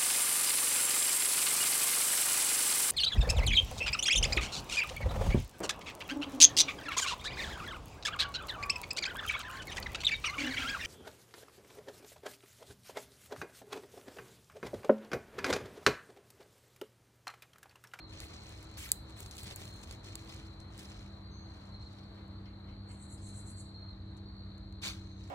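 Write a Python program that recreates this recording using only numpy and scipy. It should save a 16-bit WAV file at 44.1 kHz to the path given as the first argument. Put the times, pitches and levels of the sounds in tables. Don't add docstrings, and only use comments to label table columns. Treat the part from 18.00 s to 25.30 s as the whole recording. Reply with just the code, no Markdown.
import sys
import numpy as np
from scipy import signal
from scipy.fft import rfft, irfft
from scipy.io import wavfile
from scipy.ndimage import uniform_filter1d

SR = 44100
rng = np.random.default_rng(int(sys.argv[2]) if len(sys.argv) > 2 else 0)


def put_to_file(sound):
    columns = np.atleast_2d(sound).T
    safe = np.clip(columns, -1, 1)
    whole_steps = np.round(safe * 32767)
    wavfile.write(sys.argv[1], SR, whole_steps.astype(np.int16))


N = 321930
TIME = np.arange(N) / SR
CRUMBLE_T60_S = .014


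# (time [s], peak level [dB], tilt [dB/octave], woody knock [dB], ring frequency [Hz])
SNAPS = [(.202, -28, -8.5, 14, 6800), (.2389, -39, -4, 2, 9500), (0.435, -42, -10, 3, 7500),
         (.4925, -39, -7, 2, 8300), (0.5228, -39, -12, 3, 5700), (.627, -42, 0, 3, 8500),
         (.643, -44, -7, 0, 7960), (.7128, -45, -8, 8, 6000), (0.7713, -32.5, -11, 12, 5400),
         (0.8898, -31, -9, 3, 6200), (0.9172, -2, 0, 12, 7800), (1.097, -41, -12.5, 3, 7400),
         (1.105, -40, -12, 3, 6000), (1.204, -28.5, 1, 13, 7300), (1.2607, -32.5, -11, 13, 6150),
         (1.3108, -34, -9, 7, 6300), (1.3534, -39, -10, 1, 7700), (1.3675, -32.5, -7, 7, 6960),
         (1.4325, -32.5, -7, 3, 7600), (1.4677, -37, -9, 4, 7000), (1.5035, -33, -11, 5, 6200),
         (1.5599, -23.5, 3.5, 8, 7000), (1.6173, -33, -14, 6, 6000), (1.6531, -35, -9, 4, 6800),
         (1.738, -43, -7, 3, 7500), (1.76, -46, 2, 2, 8500), (1.8298, -43, -9, 2, 8260),
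         (1.8363, -35, -12, 4, 7300), (1.9101, -28.5, -11, 16, 6500), (1.925, -37, -3, 3, 7300),
         (2.154, -22.5, -6, 12, 7500), (2.293, -38, -12.5, 9, 5780), (2.342, -42, -5, 3, 7500),
         (2.3694, -48, -9, 5, 6600), (2.393, -44, -17, 5, 6500), (2.4667, -49, -9, 4, 6800),
         (2.605, -46, -17.5, -2, 6020), (2.778, -37.5, -6.5, 3, 8500), (2.7921, -38, 0, 5, 7000),
         (3.9287, -54, -9, 6, 6940), (4.2794, -56, -4.5, 1.5, 7500), (5.514, -48, -17, 9, 7500),
         (6.1794, -51, -18.5, 3, 7000), (6.5797, -47.5, -11.5, 3, 6500), (6.725, -46.5, -11, 6, 6300),
         (6.8788, -31, 2, 5, 7560)]
# (frequency [Hz], level [dB])
SNAP_SPECTRUM = [(300, -35), (2000, -24), (3000, -16), (3650, -9), (4400, -14), (5600, -17), (6400, -8),
                 (7600, -5), (10000, -3), (13000, -5), (16000, -10)]

def snaps(knock_hz=4770, knock_width_hz=380, ring_width_hz=990, ring_db=7, lag_s=.00089, size=1024):
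    hz = np.fft.rfftfreq(size, 1 / SR)
    direct, crumbs = np.zeros((2, N)), np.zeros((2, N))
    for time, db, tilt_db, knock_db, ring_hz in SNAPS:
        knock = knock_db * np.exp(-((hz - knock_hz) / knock_width_hz) ** 2)
        ring = ring_db * np.exp(-((hz - ring_hz) / ring_width_hz) ** 2)
        tilt = tilt_db * np.log2((hz + 500) / 8000)
        log_gain = np.log(gain_of(at_hz(SNAP_SPECTRUM, hz) + knock + ring + tilt))
        mirrored = np.r_[log_gain, log_gain[-2:0:-1]]
        left = np.exp(np.conj(signal.hilbert(mirrored)))[:len(hz)]
        right = left * np.exp(-1j * at_hz(PORT_PHASE, hz))
        snap = np.roll(irfft([left, right]), size // 2, axis=1)
        snap *= gain_of(db) / abs(snap).max()
        start = time + lag_s - size / 2 / SR
        add(direct, start, snap)
        add(crumbs, start, snap * min(.17 * gain_of(-.7 * db), .8))
    crumbling = scatter(crumbs, CRUMBLE_T60_S)
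    near_echo = gain_of(-15) * scatter(direct, t60=.045)
    far_echo = gain_of(-22.5) * scatter(direct, t60=.25)
    return direct + crumbling + near_echo + far_echo


# (start [s], rise [s], fade delay [s], level [dB], fade [dB/s], fizz relative to the rub [dB])
RUBS = [(.07, .07, 0.14, -56.5, 60, -28), (.2, .01, .05, -55.5, 200, -9), (.24, 0.054, 0.11, -56, 90, -26),
        (.4, 0.02, 0.18, -58, 120, -15), (.56, 0.044, .18, -63.5, 60, -20),
        (1.03, 0.045, .11, -65.5, 60, -19), (1.155, 0.025, 0.05, -55.5, 130, -2.5),
        (1.31, 0.018, .06, -60, 100, -6), (1.372, .012, 0.049, -55.5, 100, -1),
        (1.43, .035, .095, -52, 500, -12), (1.555, 0.023, 0.095, -54, 130, -6.5),
        (1.74, 0.028, 0.095, -62, 120, -7), (1.865, 0.01, 0.075, -58.5, 190, -11),
        (2.025, .02, 0.077, -57, 130, -20), (2.15, 0.027, 0.14, -61, 60, -11),
        (2.275, 0.016, 0.11, -58, 110, -19), (2.69, 0.09, .08, -59, 100, -23),
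        (2.765, 0.021, 0.077, -56, 203, -9.5), (2.82, 0.027, 0.16, -60.5, 90.5, -19),
        (3.45, 0.11, .23, -70.5, 130, -18), (3.79, .02, .2, -71.5, 73.5, -20),
        (4.12, .02, 0.035, -76.5, 150, -20), (5.165, .015, .12, -72, 36.5, -22),
        (6.89, .04, 0.064, -62.5, 86, -20), (7.17, .04, .12, -68, 100, -21)]
# (frequency [Hz], level [dB])
RUSTLE_SPECTRUM = [(60, -9), (140, 9.5), (220, 1.5), (400, 7.5), (800, -4.5), (1500, -6), (2400, 3.5),
                   (3300, 1), (5500, -3.5), (7000, -5), (9000, -12), (12000, -26), (15500, -25.5)]
FIZZ_SPECTRUM = [(4000, -32), (8000, 2.5), (11000, -4), (15500, -8)]

def rustling(stir_db=-82, crackle_db=-8):
    grip = gain_of(1.5 * drift(45))
    force = grip * rub_envelope([rub[:-1] for rub in RUBS])
    crisp = grip * rub_envelope([(start, rise, delay, db + fizz_db, fade)
                                 for start, rise, delay, db, fade, fizz_db in RUBS])
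    body = friction(RUSTLE_SPECTRUM, PORT_BALANCE, slips_per_s=1500, spread_db=4, hiss=1.2, patchy_db=2.5)
    fizz = friction(FIZZ_SPECTRUM, PORT_BALANCE, slips_per_s=1100, spread_db=4, hiss=.9, patchy_db=3)
    return (force + gain_of(stir_db)) * body + crisp * fizz + force * gain_of(crackle_db) * crackles()


def crackles(ticks_per_s=70, width_hz=1700, spread_db=4, modes=10):
    ticks, radius = np.zeros(N), np.exp(-np.pi * width_hz / SR)
    for hz in np.geomspace(3000, 10000, modes):
        strength = gain_of(spread_db * np.minimum(rng.exponential(1, N), 2))
        train = strength * impulses(ticks_per_s / modes)
        poles = [1, -2 * radius * np.cos(2 * np.pi * hz / SR), radius ** 2]
        ticks += signal.lfilter([1, 0, -1], poles, train)
    spectrum = [(1000, -8.5), (5000, 4), (8000, -7.5), (15000, -17)]
    return ports(ticks + .36 * scatter(ticks, CRUMBLE_T60_S), spectrum, NEAR_COHERENCE)


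# (start [s], rise [s], fade delay [s], level [dB], fade [dB/s])
SCUFF_STROKE = (6.8145, .03, 0.066, -37.3, 270)
# (frequency [Hz], level [dB])
SCUFF_SPECTRUM = [(400, -12.5), (800, -10.5), (1400, -6.5), (1850, -13.5), (2300, -0.5), (3300, -4.5),
                  (4600, 2), (5100, -7), (5600, -8), (6100, -6.5), (9000, -13.5), (10200, -20),
                  (15500, -25)]
SCUFF_BALANCE = [(500, 6), (1000, 10), (1800, 7), (2600, -3), (3600, 14), (4350, -5), (5300, 0), (7000, 0)]

def scuff():
    slips = friction(SCUFF_SPECTRUM, SCUFF_BALANCE, slips_per_s=2300, spread_db=4.5, hiss=1.26, patchy_db=2)
    return rub_envelope([SCUFF_STROKE]) * slips


# (start [s], rise [s], fade delay [s], level [dB], fade [dB/s])
SWISH_STROKE = (0.77, .008, 0.09, -47.5, 170)
# (frequency [Hz], level [dB])
SWISH_SPECTRUM = [(400, -14.5), (800, -21), (1500, -3), (2400, 4.5), (3300, 0.5), (5000, -2), (5600, -4),
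                  (7000, -2), (9000, -4), (12000, -7.5), (15500, -12)]

def swish():
    slips = friction(SWISH_SPECTRUM, PORT_BALANCE, slips_per_s=4800, spread_db=2.5, hiss=2.2, patchy_db=3.5)
    return rub_envelope([SWISH_STROKE]) * slips


# (time [s], level [dB])
CRUNCHES = [(.628, -60.5), (1.227, -52), (1.261, -59), (1.311, -51), (1.381, -48), (1.503, -61),
            (1.832, -56), (1.912, -59), (2.045, -55.5), (2.294, -59), (2.6, -58.5), (2.79, -52),
            (6.168, -65)]
# (frequency [Hz], level [dB])
CRUNCH_SPECTRUM = [(400, -28), (1500, -7), (3000, 3.5), (6500, 5), (9000, 0), (15000, -19)]

def crunches(cracks_per_s=1500):
    cracks = patchy(noise() * impulses(cracks_per_s), patchy_db=2.5)
    return decays(CRUNCHES, t60=.1) * ports(cracks, CRUNCH_SPECTRUM, NEAR_COHERENCE)


# (time [s], level [dB])
DULL_TICKS = [(2.298, -46.5), (3.986, -57), (4.032, -61), (4.455, -63), (5.18, -59)]
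# (frequency [Hz], level [dB])
TICK_SPECTRUM = [(2000, -19), (3400, -2), (5300, -4), (6300, -26), (12000, -30)]

def dull_ticks():
    return decays(DULL_TICKS, t60=.061) * ports(noise(), TICK_SPECTRUM, NEAR_COHERENCE)


# (time [s], level [dB])
CHORUS_LEVEL = [(0, -62.5), (2, -62.5), (3.2, -65), (4.1, -62.5), (4.5, -64.5), (5.15, -65), (5.3, -63),
                (7.3, -63)]
# (frequency [Hz], level [dB])
CHORUS_SPECTRUM = [(3000, -68), (3600, -10.5), (3850, -1), (4050, 4), (4220, 6.5), (4400, -1), (4600, -3.5),
                   (4850, -51), (5500, -60)]

def cricket_chorus(wingbeats_hz=(38, 57, 71), throb=.17):
    beats = sum(np.sin(phase_of(hz + 3 * drift(2.1))) for hz in wingbeats_hz)
    voices = patchy(noise(), patchy_db=4, size=4096)
    voices = voices * (1 + throb * unit_rms(beats))
    return ports(voices, CHORUS_SPECTRUM, FAR_COHERENCE) * gain_of(over_time(CHORUS_LEVEL))


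CRICKET_VOICES = {"nearest": (4205, 48.5, 0), "high": (4370, 74, 2.6), "middle": (4215, 66, 0),
                  "low": (4090, 72, 1.1)}
# (cricket [name], start [s], length [s], level [dB])
TRILLS = [("nearest", 0, 0.075, -61), ("nearest", 1.62, 0.19, -64), ("nearest", 3.715, 0.172, -60.5),
          ("nearest", 5.22, 0.15, -67), ("nearest", 5.735, 0.198, -59.5), ("high", 0.089, 0.43, -65),
          ("high", 1.15, 0.33, -70), ("high", 1.4, 0.2, -62), ("high", 2.3, 0.33, -73),
          ("high", 3.2, 0.347, -65), ("high", 4.72, .22, -66), ("high", 5.5, 0.31, -65),
          ("high", 6.24, 0.223, -62.5), ("middle", 1, 0.13, -77), ("middle", 2.1, .24, -76),
          ("middle", 2.62, 0.082, -69.5), ("middle", 5.7, 0.152, -74.5), ("middle", 7.08, 0.183, -79),
          ("low", 0.91, 0.18, -72.5), ("low", 2.35, 0.212, -69), ("low", 4.6, 0.27, -73),
          ("low", 5.23, 0.34, -72)]

def cricket_trills(strays=30, stray_hz=4210, stray_beats_hz=64.2, stray_s=.3, stray_db=-75):
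    direct = np.zeros((2, N))
    waver_hz, force = 24 * drift(70), gain_of(2.5 * drift(30))
    trills = [(*CRICKET_VOICES[name], start, length, db) for name, start, length, db in TRILLS]
    for k, (when, pitch, pace, side) in enumerate(rng.random((strays, 4))):
        hz = stray_hz + 240 * (2 * pitch - 1)
        start = (k + when) / strays * N / SR
        trills.append((hz, stray_beats_hz * 2 ** (pace - .5), np.pi * side, start, stray_s, stray_db))
    for hz, wingbeats_hz, lead, start, length, db in trills:
        t = np.arange(start, start + length, 1 / SR)
        stroke = (t - start) * wingbeats_hz % 1
        phase = phase_of(hz + 60 * (.5 - stroke) + np.interp(t, TIME, waver_hz))
        pulses = np.sin(np.pi * stroke) * np.interp(t, TIME, force) * signal.windows.tukey(len(t), .2)
        add(direct, start, gain_of(db) * unit_rms(np.sin([phase, phase - lead]) * pulses))
    return direct + gain_of(-8) * scatter(direct, t60=.18)


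# (midpoint [s], length [s], level [dB])
RASPS = [(4.91, 0.097, -63.5), (5.008, 0.13, -62.5), (5.113, 0.1, -57), (5.25, 0.14, -56.5),
         (5.36, 0.13, -55.5), (5.479, 0.1, -54.5), (5.588, 0.086, -55.5)]
# (frequency [Hz], level [dB])
RASP_SPECTRUM = [(5200, -38), (6100, -17), (7000, -9), (7800, -0.5), (8800, -7), (10500, -18), (11700, -30),
                 (13000, -53)]
EDGE_SPECTRUM = [(7000, -35), (8600, 2), (9500, 2), (11500, -9), (12600, -32)]

def katydid(teeth_hz=270, grain=.21, swell=1.68, edge_db=-5):
    strokes, edges = np.zeros(N), np.zeros(N)
    for middle, length, db in RASPS:
        along = np.linspace(0, 1, int(length * SR))
        stroke = gain_of(db) * np.sin(np.pi * along ** swell)
        add(strokes, middle - length / 2, stroke)
        add(edges, middle - length / 2, gain_of(edge_db) * stroke * along ** 2)
    teeth = 1 + grain * np.cos(phase_of(teeth_hz + 25 * drift(7.95)))
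    coherence = [(7500, .87), (12000, .88)]
    direct = sum(force * ports(patchy(noise() * teeth, patchy_db=3.5), spectrum, coherence)
                 for force, spectrum in [(strokes, RASP_SPECTRUM), (edges, EDGE_SPECTRUM)])
    return direct + gain_of(-4.5) * scatter(direct, t60=.32)


# (start [s], length [s], first pitch [Hz], last pitch [Hz], relative level [dB], quaver [ratio])
WHISTLES = [(1.65, 0.27, 6600, 6540, -72, .018), (3.3, 0.11, 6160, 6370, -67.5, .024),
            (3.41, 0.17, 6300, 6220, -80, .008), (5.165, 0.15, 6400, 6430, -70.5, .007),
            (6.93, 0.3, 6390, 6320, -76, .008)]

def bird_whistles():
    direct, quaver = np.zeros(N), drift(150)
    for start, length, first_hz, last_hz, db, depth in WHISTLES:
        glide = np.linspace(first_hz, last_hz, int(length * SR))
        hz = glide * (1 + depth * quaver[int(start * SR):][:len(glide)])
        tone = np.sin(phase_of(hz)) * signal.windows.tukey(len(hz), .4)
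        add(direct, start, gain_of(db) * unit_rms(tone))
    return .45 * direct + .7 * scatter(direct, t60=.45)


# (midpoint [s], direct level [dB])
CHUCKS = [(4.18, -72), (4.465, -70), (4.69, -69.5), (4.905, -68)]
# (frequency [Hz], level [dB])
CHUCK_SPECTRUM = [(1200, -41), (2100, 3.5), (2600, -1.5), (3100, 1.5), (3700, -21.5), (5200, -16),
                  (6400, -18), (8000, -36)]

def bird_chucks(length_s=.047):
    notes = np.zeros(N)
    for middle, db in CHUCKS:
        add(notes, middle - length_s / 2, gain_of(db) * signal.windows.hann(int(length_s * SR)))
    direct = notes * ports(noise(), CHUCK_SPECTRUM, NEAR_COHERENCE)
    return direct + gain_of(6.5) * scatter(direct, t60=.27)


# (time [s], firing rate [Hz])
FIRING_RATE = [(0, 99.63), (2.5, 98.48), (3.8, 98.8), (5.1, 98.97), (6.3, 97.9), (7.3, 95.95)]
# (order [multiple of the firing rate], relative level [dB])
ENGINE_ORDERS = [(1, 5), (2, 1), (3, -10.5)]
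# (time [s], gain per order above the first [dB])
ENGINE_LOAD = [(0, -1.5), (2.3, -5), (2.8, 0), (7.3, 0)]

def engine(base_db=-64, growth_db=13.3, time_constant_s=3.4):
    phase = phase_of(over_time(FIRING_RATE) + .25 * drift(3))
    load_db = over_time(ENGINE_LOAD)
    drone = sum(gain_of(db + (order - 1) * load_db + drift(2.8)) * np.sin(order * phase)
                for order, db in ENGINE_ORDERS)
    return drone * gain_of(base_db + growth_db * (1 - np.exp(-TIME / time_constant_s)))


# (time [s], pitch [Hz])
WHINE_PITCH = [(0, 318), (.6, 318), (1.4, 324.5), (3.5, 325.3), (6.1, 324), (7.3, 322)]
# (time [s], level [dB])
WHINE_LEVEL = [(0, -60.5), (.3, -62.5), (.5, -69.5), (.68, -58.5), (.88, -83), (1.08, -57.5), (1.27, -71.5),
               (1.45, -63.5), (1.65, -69), (2.35, -59.5), (2.85, -66), (3.1, -62.5), (3.5, -62.5),
               (3.7, -71), (4.35, -61), (4.6, -67), (5.2, -63.5), (5.8, -64.5), (6.2, -60), (6.5, -65),
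               (6.95, -59), (7.3, -61)]
OCTAVE_LEVEL = [(0, -87), (1.2, -87), (1.9, -68.5), (2.4, -80), (3.4, -75.5), (4.5, -83), (5.9, -74.5),
                (6.7, -77.5), (7.3, -81.5)]

def machine_whine():
    phase = phase_of(over_time(WHINE_PITCH) + 1.2 * drift(6))
    fundamental = gain_of(over_time(WHINE_LEVEL) + 1.1 * drift(15)) * unit_rms(np.sin(phase))
    octave = gain_of(over_time(OCTAVE_LEVEL) + 1.3 * drift(2.6)) * unit_rms(np.sin(2 * phase))
    return fundamental + octave


# (frequency [Hz], level [dB])
RUMBLE_SPECTRUM = [(12, -24), (25, -51.5), (45, -2), (70, 0), (105, -4), (140, -9), (170, -13.5),
                   (250, -16), (400, -22.5), (600, -33), (1200, -83)]
WASH_SPECTRUM = [(200, -0.5), (500, 1), (800, 1.5), (1250, -1), (1700, -7.5), (2200, -8.5), (2800, -15),
                 (3500, -12.5), (5200, -33), (7000, -29), (9000, -34), (13000, -34.5), (16000, -47.5)]
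# (time [s], relative level [dB])
WASH_LEVEL = [(0, 0.9), (2.8, 1.5), (4.5, -0.57), (7.3, -3)]

def open_air(rumble_db=-50.5, wash_db=-60.5):
    wash_gain = gain_of(wash_db + over_time(WASH_LEVEL) + .72 * drift(6.5))
    rumble_gain = gain_of(rumble_db + over_time([(0, -1), (7.3, 1)]))
    rumble = ports(noise(), RUMBLE_SPECTRUM, FAR_COHERENCE)
    wash = ports(patchy(noise(), patchy_db=1, size=2048), WASH_SPECTRUM, FAR_COHERENCE)
    return rumble_gain * rumble + wash_gain * wash


# (frequency [Hz], coherence [0-1])
FAR_COHERENCE = [(100, 1), (330, 0.87), (520, 0.3), (750, 0.1), (1200, 0.23), (1700, 0.79), (2300, 0.7),
                 (3000, 0.4), (4100, 0.14), (5000, 0.98), (5600, .3), (7000, 0.3), (14000, .4)]
NEAR_COHERENCE = [(300, 0.83), (900, 0.24), (1700, 0.85), (2800, 0.86), (3500, 0.3), (4100, 0.5),
                  (5300, 0.063), (6300, 0.53), (14000, 0.43)]
# (frequency [Hz], phase [rad])
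PORT_PHASE = [(350, 0), (1700, .6), (2300, 2), (2800, 3.15), (3400, 3.4), (4200, 1.6), (4800, 3.2),
              (5600, 6.1), (6300, 5.1), (14000, 4.9)]
# (frequency [Hz], level [dB])
PORT_BALANCE = [(350, 0.5), (1100, 5), (1800, 3), (2600, -1), (3500, 1.5), (4200, 2.5), (4900, -2.5),
                (6000, 0.3)]

def ports(pair, spectrum, coherence, balance=PORT_BALANCE, bass_hz=330):
    hz = np.fft.rfftfreq(N, 1 / SR)
    common, unrelated = rfft(pair)
    apart = 1 - np.exp(-(hz / bass_hz) ** 4)
    alike = np.clip(at_hz(coherence, hz), 0, 1)
    lean = gain_of(apart * at_hz(balance, hz) / 2)
    lag = np.exp(-1j * apart * at_hz(PORT_PHASE, hz))
    right = (alike * common + np.sqrt(1 - alike ** 2) * unrelated) * lag
    return unit_rms(irfft(np.array([common * lean, right / lean]) * gain_of(at_hz(spectrum, hz)), N))


def friction(spectrum, balance, slips_per_s, spread_db, hiss, patchy_db):
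    sizes = gain_of(spread_db * np.minimum(rng.exponential(1, N), 3)) * impulses(slips_per_s)
    slips = unit_rms(sizes * noise()) + hiss * noise()
    return ports(patchy(slips, patchy_db), spectrum, NEAR_COHERENCE, balance)


def rub_envelope(rubs):
    gains = [np.clip((TIME - start) / rise, 0, 1) * gain_of(db - fade * np.maximum(TIME - start - delay, 0))
             for start, rise, delay, db, fade in rubs]
    return np.max(gains, axis=0)


def decays(events, t60):
    t, envelope = np.arange(SR // 10) / SR, np.zeros(N)
    for time, db in events:
        add(envelope, time, gain_of(db - 60 * t / t60))
    return envelope


def scatter(x, t60):
    t = np.arange(SR // 2) / SR
    tail = rng.standard_normal((2, len(t))) * gain_of(-60 * t / t60)
    return signal.fftconvolve(np.atleast_2d(x), tail / np.linalg.norm(tail[0]), axes=1)[:, :N]


def patchy(x, patchy_db, size=256):
    frames = dict(nperseg=size, noverlap=size - size // 4)
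    cells = signal.stft(x, **frames)[2]
    field = rng.standard_normal(cells.shape[-2:])
    field = uniform_filter1d(uniform_filter1d(field, 5, axis=0), 5, axis=1)
    return signal.istft(cells * gain_of(patchy_db * unit_rms(field)), **frames)[1][..., :N]


def drift(rate_hz, size=2048):
    hz = np.fft.rfftfreq(size, N / SR / size)
    slow = irfft(rfft(rng.standard_normal(size)) * np.exp(-(hz / rate_hz) ** 2))
    return unit_rms(np.interp(TIME, np.linspace(0, N / SR, size), slow))


def noise():
    return rng.standard_normal((2, N))


def impulses(per_s):
    return rng.random(N) < per_s / SR


def phase_of(hz):
    return 2 * np.pi * np.cumsum(hz) / SR


def gain_of(db):
    return 10 ** (np.asarray(db) / 20)


def unit_rms(x):
    return x / np.sqrt(np.mean(abs(x) ** 2) + 1e-20)


def at_hz(points, hz):
    frequencies, values = np.transpose(points)
    return np.interp(np.log(hz + 1), np.log(frequencies + 1), values)


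def over_time(points):
    return np.interp(TIME, *np.transpose(points))


def add(mix, start_s, sound):
    part = mix[..., max(round(start_s * SR), 0):][..., :sound.shape[-1]]
    part += sound[..., :part.shape[-1]]


def scene():
    strokes = swish() + scuff()
    animals = cricket_chorus() + cricket_trills() + katydid() + bird_whistles() + bird_chucks()
    background = open_air() + engine() + machine_whine()
    return rustling() + crunches() + dull_ticks() + snaps() + strokes + animals + background


def record(dry):
    lowpass = signal.firwin(301, cutoff=15900, window=("kaiser", 9), fs=SR)
    return signal.oaconvolve(dry, lowpass[None], "same", axes=1)


dry = scene()
out = record(dry)
put_to_file(out)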